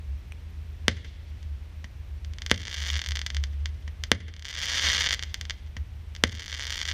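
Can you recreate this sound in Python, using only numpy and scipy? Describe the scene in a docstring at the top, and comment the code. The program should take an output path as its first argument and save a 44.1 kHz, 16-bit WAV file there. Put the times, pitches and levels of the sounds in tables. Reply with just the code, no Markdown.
"""A firework cake at night, heard on a camera microphone inside a parked car.
From the start the engine idles and wind makes the cabin boom; a bit of plastic ticks close by.
Outside, a first shell bursts with one sharp bang, echoes off the houses and fizzles out. Three more
each leave the tube with a soft thud, burst and scatter stars that crackle in a swelling cloud; the
last thud booms in the cabin too. The camera's gain control ducks after every bang and creeps back."""
import sys
import numpy as np
from scipy import signal
from scipy.fft import rfft, irfft, next_fast_len
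from scipy.io import wavfile
from scipy.ndimage import map_coordinates

SR = 44100
rng = np.random.default_rng(int(sys.argv[2]) if len(sys.argv) > 2 else 0)


def transcribe(u):
    """Save the signal u as a 16-bit wav file named by the first command-line argument.

    u: samples, shape (n,) or (channels, n), limited to [-1, 1]; the rate is SR.
    q: integer samples, one column per channel.
    """
    v = np.clip(np.atleast_2d(u).T, -1, 1)
    q = np.round(v * 32767).astype(np.int16)
    wavfile.write(sys.argv[1], SR, q)


N = 305613

# Levels are relative within each table.
# the idling engine, from inside the car: multiple of the crank speed, level/dB
ENGINE_ORDERS = [(2, -64), (3, -56), (4, -46.5), (6, -41.5), (8, -64.5), (10, -64), (14, -67), (17, -73)]
# swells of low cabin boom, from wind gusts and (last row) the last launch's thud:
# strongest t/s, half length/s, level/dB
BOOM_SWELLS = [(0.124, 0.039, -28), (1.542, 0.034, -29.5), (2.188, 0.11, -36.5), (2.827, 0.053, -29.5),
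               (2.941, .06, -27.5), (3.158, 0.072, -29.5), (3.405, 0.09, -26), (3.595, .06, -29),
               (3.772, 0.17, -38), (4.89, 0.037, -31.5), (5.811, 0.029, -31.5)]
# spectrum of the steady rush of air and engine: f/Hz, level/dB
RUSH_SPECTRUM = [(20, 4.5), (130, 2), (200, -1.5), (400, -7), (800, -12), (1300, -14), (2100, -11.5),
                 (3300, -15.5), (5000, -22), (5700, -21), (7000, -28), (12000, -33), (16000, -62)]
# a small tick close to the microphone: t/s, level/dB
TICKS = [(0.3217, -29)]
# modes of the ticking plastic: f/Hz, level/dB, t60/s
PLASTIC_MODES = [(2460, -3.5, 0.012), (2820, -10, 0.007), (5800, -14, 0.0068), (8500, -15, 0.005)]
# shells bursting outside: t/s, level/dB
BURSTS = [(0.8807, 5), (2.5133, 6), (4.116, 8), (6.237, 7)]
# colour of a burst: f/Hz, level/dB
BURST_COLOUR = [(100, -4), (250, 7), (450, 7), (800, -3.5), (2000, 2.5), (3000, -2), (6000, -2.5),
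                (10000, -1), (15000, -16.5)]
# air modes of the cabin around the microphone: f/Hz, level/dB, t60/s
CABIN_MODES = [(74, -24, 0.22), (81.8, -21, 0.41), (102.7, -25.5, 0.36), (260, -20, 0.097),
               (318, -20, 0.063), (397, -21, 0.032), (527, -17.5, 0.05)]
# how a sharp pressure step reaches the microphone in its housing: f/Hz, level/dB
HOUSING_RESPONSE = [(40, -18.5), (130, 1.5), (280, -3.5), (550, -4.5), (750, -10), (1300, -7.5),
                    (1700, -1.5), (2200, 6.5), (3300, 2.5), (3900, -5), (6000, -8), (8000, -22.5),
                    (10000, -23.5), (15000, -30)]
# cancellations in the housing: f/Hz, half width/Hz, depth/dB
HOUSING_NOTCHES = [(2517, 267, -16.5), (3923, 71, -11), (4558, 12.4, -28), (5290, 50, -20), (7860, 45, -26)]
# reverberation inside the car: f/Hz, t60/s
CABIN_DECAY = [(200, 0.12), (600, .1), (2000, 0.099), (6000, 0.078), (14000, 0.009)]
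# echoes from house fronts, nearest first: delay/s, level/dB
HOUSE_ECHOES = [(.029, -27.5), (.085, -32), (.163, -31.5)]
# reverberation out in the street: f/Hz, t60/s
STREET_DECAY = [(200, 0.83), (1000, 1.1), (3500, 1.5), (6000, 0.6), (12000, 0.6)]
# the first shell's sparks, a quick flare and a slow afterglow: level/dB, t60/s
FIZZLE_STAGES = [(-39, 0.24), (-57, 2.4)]
# single stars that pop clear of the crackle: t/s, level/dB
SINGLE_STARS = [(1.4281, -38.5), (2.2465, -32), (2.3348, -33.5), (2.384, -28), (2.419, -21.5),
                (2.4624, -17.5), (2.497, -22), (2.507, -21), (3.039, -23.5), (3.061, -18.5), (3.087, -17.5),
                (3.1077, -20.5), (3.1186, -18.5), (3.154, -20), (3.1586, -18.5), (3.17, -19), (3.1909, -19),
                (3.2149, -19), (3.263, -16), (3.266, -19), (3.3019, -20.5), (3.346, -22), (3.3667, -18),
                (3.4377, -18.5), (3.6568, -18.5), (4.0366, -15.5), (4.3381, -28.5), (4.364, -29),
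                (4.394, -28), (4.4231, -25.5), (5.107, -11.5), (5.1159, -19), (5.1383, -13), (5.1925, -21),
                (5.225, -18), (5.2342, -18.5), (5.3423, -14), (5.411, -18.5), (5.452, -28), (5.4967, -18),
                (5.5061, -17.5), (6.15, -28), (6.1624, -27.5), (6.5264, -18), (6.724, -15.5),
                (6.9132, -17.5)]
# clouds of crackle: start t/s, thickest t/s, end t/s, pops a second at the thickest,
# pop level there/dB, opening rate as a share of the thickest
CRACKLE_CLOUDS = [(2.52, 2.88, 3.1, 253, -12.5, .45), (4.445, 4.885, 5.17, 612, -8.5, .22),
                  (6.249, 6.71, 7.3, 200, -12, .5)]
# colour of a star's pop: f/Hz, level/dB
STAR_COLOUR = [(200, 3.5), (1000, 1.5), (2000, 2.5), (3000, -1), (6000, 1.5), (8500, 4), (10500, -2),
               (13000, 13)]
# shells leaving their tubes: t/s, level/dB
LAUNCHES = [(1.842, -30.5), (3.877, -32), (5.766, -27.5)]
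# colour of a launch thud: f/Hz, level/dB
LAUNCH_COLOUR = [(100, 4.5), (300, 7.5), (700, -3.5), (2000, -4.5), (6000, -4.5), (12000, -12)]


def amp(db):
    """Decibels to gain."""
    return 10 ** (np.asarray(db) / 20)


def unit(x):
    """Scale to rms 1."""
    return x / np.sqrt(np.mean(x ** 2) + 1e-20)


def along(points, hz):
    """Read (f/Hz, value) points on a log frequency axis."""
    f, value = np.transpose(points)
    return np.interp(np.log(hz + 1), np.log(f + 1), value)


def wobble(rate):
    """A smooth random curve, rate knots a second."""
    knots = rng.standard_normal(int(N * rate / SR) + 4)
    return map_coordinates(knots, [np.arange(N) * rate / SR])


def filtered(x, response):
    """x through a frequency response."""
    size = next_fast_len(N + SR // 2)
    return irfft(rfft(x, size) * response(np.fft.rfftfreq(size, 1 / SR)), size)[:N]


def noise(shape_db):
    """Noise of rms 1 whose spectrum is a function of frequency."""
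    return unit(filtered(rng.standard_normal(N), lambda hz: amp(shape_db(hz))))


def convolve(x, response):
    """x through an impulse response."""
    return signal.fftconvolve(x, response)[:N]


def impulses(rows):
    """One spike for each (t/s, level/dB) row."""
    times, db = np.transpose(rows)
    return np.bincount(np.round(times * SR).astype(int), amp(db), N)[:N]


def ringing(modes):
    """Impulse response of (f/Hz, level/dB, t60/s) modes."""
    t = np.arange(SR // 2) / SR
    return sum(amp(db - 60 * t / t60) * np.sin(2 * np.pi * hz * t) for hz, db, t60 in modes)


def engine(crank_hz=13.0, drift=0.0046, unsteady_db=1.9):
    """A slow idle heard from inside the car: each order of the crank wavers a little."""
    turns = np.cumsum(crank_hz * (1 + drift * wobble(3.14))) / SR
    hum = np.zeros(N)
    for order, db in ENGINE_ORDERS:
        level = amp(db + unsteady_db * wobble(5.28))
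        hum += level * unit(np.sin(2 * np.pi * (order * turns + rng.random())))
    return hum


def cabin_air(boom_hz=71.1, wander_hz=1.34, breeze_db=-45, rumble_db=-47, rumble_hz=80, rush_db=-55):
    """Breeze, gusts and the last launch sound the cabin's lowest mode, over rumble and a faint rush."""
    t = np.arange(N) / SR
    breeze = amp(breeze_db + wobble(8))
    swells = sum(amp(db) * np.exp(-((t - peak) / half) ** 2) for peak, half, db in BOOM_SWELLS)
    phase = 2 * np.pi * np.cumsum(boom_hz + wander_hz * wobble(6.2)) / SR
    boom = np.hypot(breeze, swells) * unit(np.sin(phase))
    rumble = noise(lambda hz: -24 * np.abs(np.log2((hz + 1) / rumble_hz)))
    rush = noise(lambda hz: along(RUSH_SPECTRUM, hz))
    return boom + amp(rumble_db) * rumble + amp(rush_db + 0.56 * wobble(1.55)) * rush


def camera_whine(centre_hz=14180, width_hz=70, level_db=-80):
    """A thin whistle from the electronics behind the microphone."""
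    return amp(level_db) * noise(lambda hz: -20 * np.log10(1 + ((hz - centre_hz) / width_hz) ** 2))


def plastic_tick():
    """A bit of plastic clicks and rings briefly, close to the microphone."""
    return convolve(impulses(TICKS), ringing(PLASTIC_MODES))


def bursts(shock_db=7.5, boom_db=-7.0, build_s=0.0087, roll_db=-11, roll_hz=170, roll_t60=0.46):
    """One shock per shell reaches the car; the cabin air swings against it and a low roll follows."""
    shocks = impulses(BURSTS)
    t = np.arange(SR // 2) / SR
    swell = 1 - np.exp(-(t / build_s) ** 2)
    boom = convolve(shocks, swell * ringing(CABIN_MODES))
    fade = swell * amp(-60 * t / roll_t60)
    low_noise = noise(lambda hz: -14 * np.abs(np.log2((hz + 1) / roll_hz)))
    roll = convolve(shocks, fade / np.linalg.norm(fade)) * low_noise
    bang = convolve(shocks, housing_pulse(BURST_COLOUR))
    return amp(boom_db) * boom + amp(roll_db) * roll - amp(shock_db) * bang


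def housing_pulse(colour, smear_s=0.00064, lag_s=0.00052, bounce_s=0.000438, reflect=0.373, size=4096):
    """A pulse of this colour as it reaches the microphone through its housing, energy 1."""
    hz = np.fft.rfftfreq(size, 1 / SR)
    notches_db = sum(depth / (1 + ((hz - f) / width) ** 2) for f, width, depth in HOUSING_NOTCHES)
    db = along(HOUSING_RESPONSE, hz) + along(colour, hz) + notches_db
    cepstrum = irfft(np.log(amp(db)))
    cepstrum[1:size // 2] *= 2  # fold to minimum phase: nothing rings ahead of the pulse
    cepstrum[size // 2:] = 0
    delay = lag_s + smear_s / (1 + (hz / 4000) ** 2)  # the treble comes through first
    phase_lag = 2 * np.pi * np.cumsum(delay) * hz[1]
    round_trip = np.exp(-2j * np.pi * hz * bounce_s)
    flutter = (round_trip - reflect) / (1 - reflect * round_trip)  # bouncing to and fro inside
    pulse = irfft(flutter * np.exp(rfft(cepstrum) - 1j * phase_lag))
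    return pulse / np.linalg.norm(pulse)


def reverb_tail(decay, size):
    """Reverberation of energy 1; each frequency dies at its own speed."""
    hz, t, spectra = signal.stft(rng.standard_normal(size), SR, nperseg=256)
    fade = amp(-60 * t / along(decay, hz)[:, None])
    tail = signal.istft(spectra * fade, SR, nperseg=256)[1]
    return tail / np.linalg.norm(tail)


def surroundings(direct, cabin_db=-13, echo_db=1, street_db=-26, bass_cut_hz=700):
    """Close by, the cabin rings; farther off, house fronts answer with little bass, then the street."""
    cabin = convolve(direct, reverb_tail(CABIN_DECAY, size=SR // 2))
    echoes = convolve(cabin, impulses(HOUSE_ECHOES)[:SR])
    echoes = filtered(echoes, lambda hz: 1j * hz / (bass_cut_hz + 1j * hz))
    street = convolve(direct, reverb_tail(STREET_DECAY, size=2 * SR))
    return direct + amp(cabin_db) * cabin + amp(echo_db) * echoes + amp(street_db) * street


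def sparks(centre_hz=3300, flicker_db=3):
    """Burning sparks give a soft, flickering hiss that dies away after the first burst."""
    age = np.arange(N) / SR - BURSTS[0][0]
    glow = (age > 0) * sum(amp(db - 60 * np.abs(age) / t60) for db, t60 in FIZZLE_STAGES)
    hiss = noise(lambda hz: -12 * np.log2((hz + 1) / centre_hz) ** 2)
    return glow * amp(flicker_db * wobble(28.8)) * hiss


def star_pops(times, sizes, centre_hz=4700, spread=0.12, growth=0.055, usual_db=-12, window=48):
    """Tiny explosions: a push and a pull; bigger ones last longer and sound duller."""
    stretch = np.exp(spread * rng.standard_normal(len(times))) * (sizes / amp(usual_db)) ** growth
    width_s = stretch / (2 * np.pi * centre_hz)
    index = np.round(times * SR).astype(int)[:, None] + np.arange(window) - window // 2
    offset = (index / SR - times[:, None]) / width_s[:, None]
    waves = offset * np.exp(-offset ** 2 / 2)
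    waves *= sizes[:, None] / np.linalg.norm(waves, axis=1, keepdims=True)
    return np.bincount(np.clip(index, 0, N).ravel(), waves.ravel(), N + 1)[:N]


def crackle(star_db=9.0, scatter_db=3.0, jitter=.7, clump_db=2.14, grow_db_per_s=14.5, closing=.07):
    """Stars burn for nearly the same time, so their pops thicken and thin out, in random clumps."""
    star_times, db = np.transpose(SINGLE_STARS)
    air = star_pops(star_times, amp(db + star_db))
    t = np.arange(N) / SR
    clumps = amp(clump_db * wobble(70))
    clumps /= clumps.mean()
    for start, thickest, end, rate, pop_db, opening in CRACKLE_CLOUDS:
        position = np.interp(t, [start, thickest, end], [-1, 0, 1])
        edge_share = np.where(position < 0, opening, closing)
        density = rate * edge_share ** (position ** 2) * (np.abs(position) < 1)
        due = np.cumsum(density * clumps) / SR  # pops expected so far
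        time_luck, size_luck = rng.standard_normal((1000, 2))[:int(due[-1])].T
        turn = np.arange(len(time_luck)) + .5 + jitter * time_luck
        times = np.searchsorted(due, np.clip(turn, .1, due[-1] - .1)) / SR
        swell_db = grow_db_per_s * np.minimum(times - thickest, 0)  # louder up to the thickest point
        sizes = unit(amp(scatter_db * size_luck)) * amp(pop_db + swell_db)
        air += star_pops(times, sizes)
    return convolve(air, housing_pulse(STAR_COLOUR))


def launches(gain_db=14, gas_t60=0.027):
    """Out at the cake, the lift charge thuds and a short puff of gas follows it from the tube."""
    t = np.arange(SR // 5) / SR
    puff = rng.standard_normal(len(t)) * amp(-60 * t / gas_t60)
    puff /= np.linalg.norm(puff)
    puff[0] += 1  # the charge itself, with as much energy as the gas
    thuds = convolve(impulses(LAUNCHES), puff)
    return amp(gain_db) * convolve(thuds, housing_pulse(LAUNCH_COLOUR))


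def scene():
    """One microphone in the car: fireworks and echoes outside, engine and cabin boom all around."""
    fireworks = surroundings(launches() + bursts() + crackle())
    return (fireworks + sparks() + plastic_tick() + engine() + cabin_air() + camera_whine())[None]


def record(dry, threshold_db=-4, recovery_db_per_s=9, attack_s=0.0006, top_hz=15800):
    """The camera's gain control ducks at each overload and creeps back; peaks that outrun it clip."""
    mic = dry[0]
    over_db = np.maximum(20 * np.log10(np.abs(mic) + 1e-9) - threshold_db, 0)
    ramp_db = recovery_db_per_s * np.arange(N) / SR
    held_db = np.maximum.accumulate(over_db + ramp_db) - ramp_db
    pole = np.exp(-1 / (attack_s * SR))
    duck_db = signal.lfilter([1 - pole], [1, -pole], held_db)
    clipped = np.clip(mic * amp(-duck_db), -1, 1)
    return filtered(clipped, lambda hz: hz < top_hz)[None]


dry = scene()
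out = record(dry)
transcribe(out)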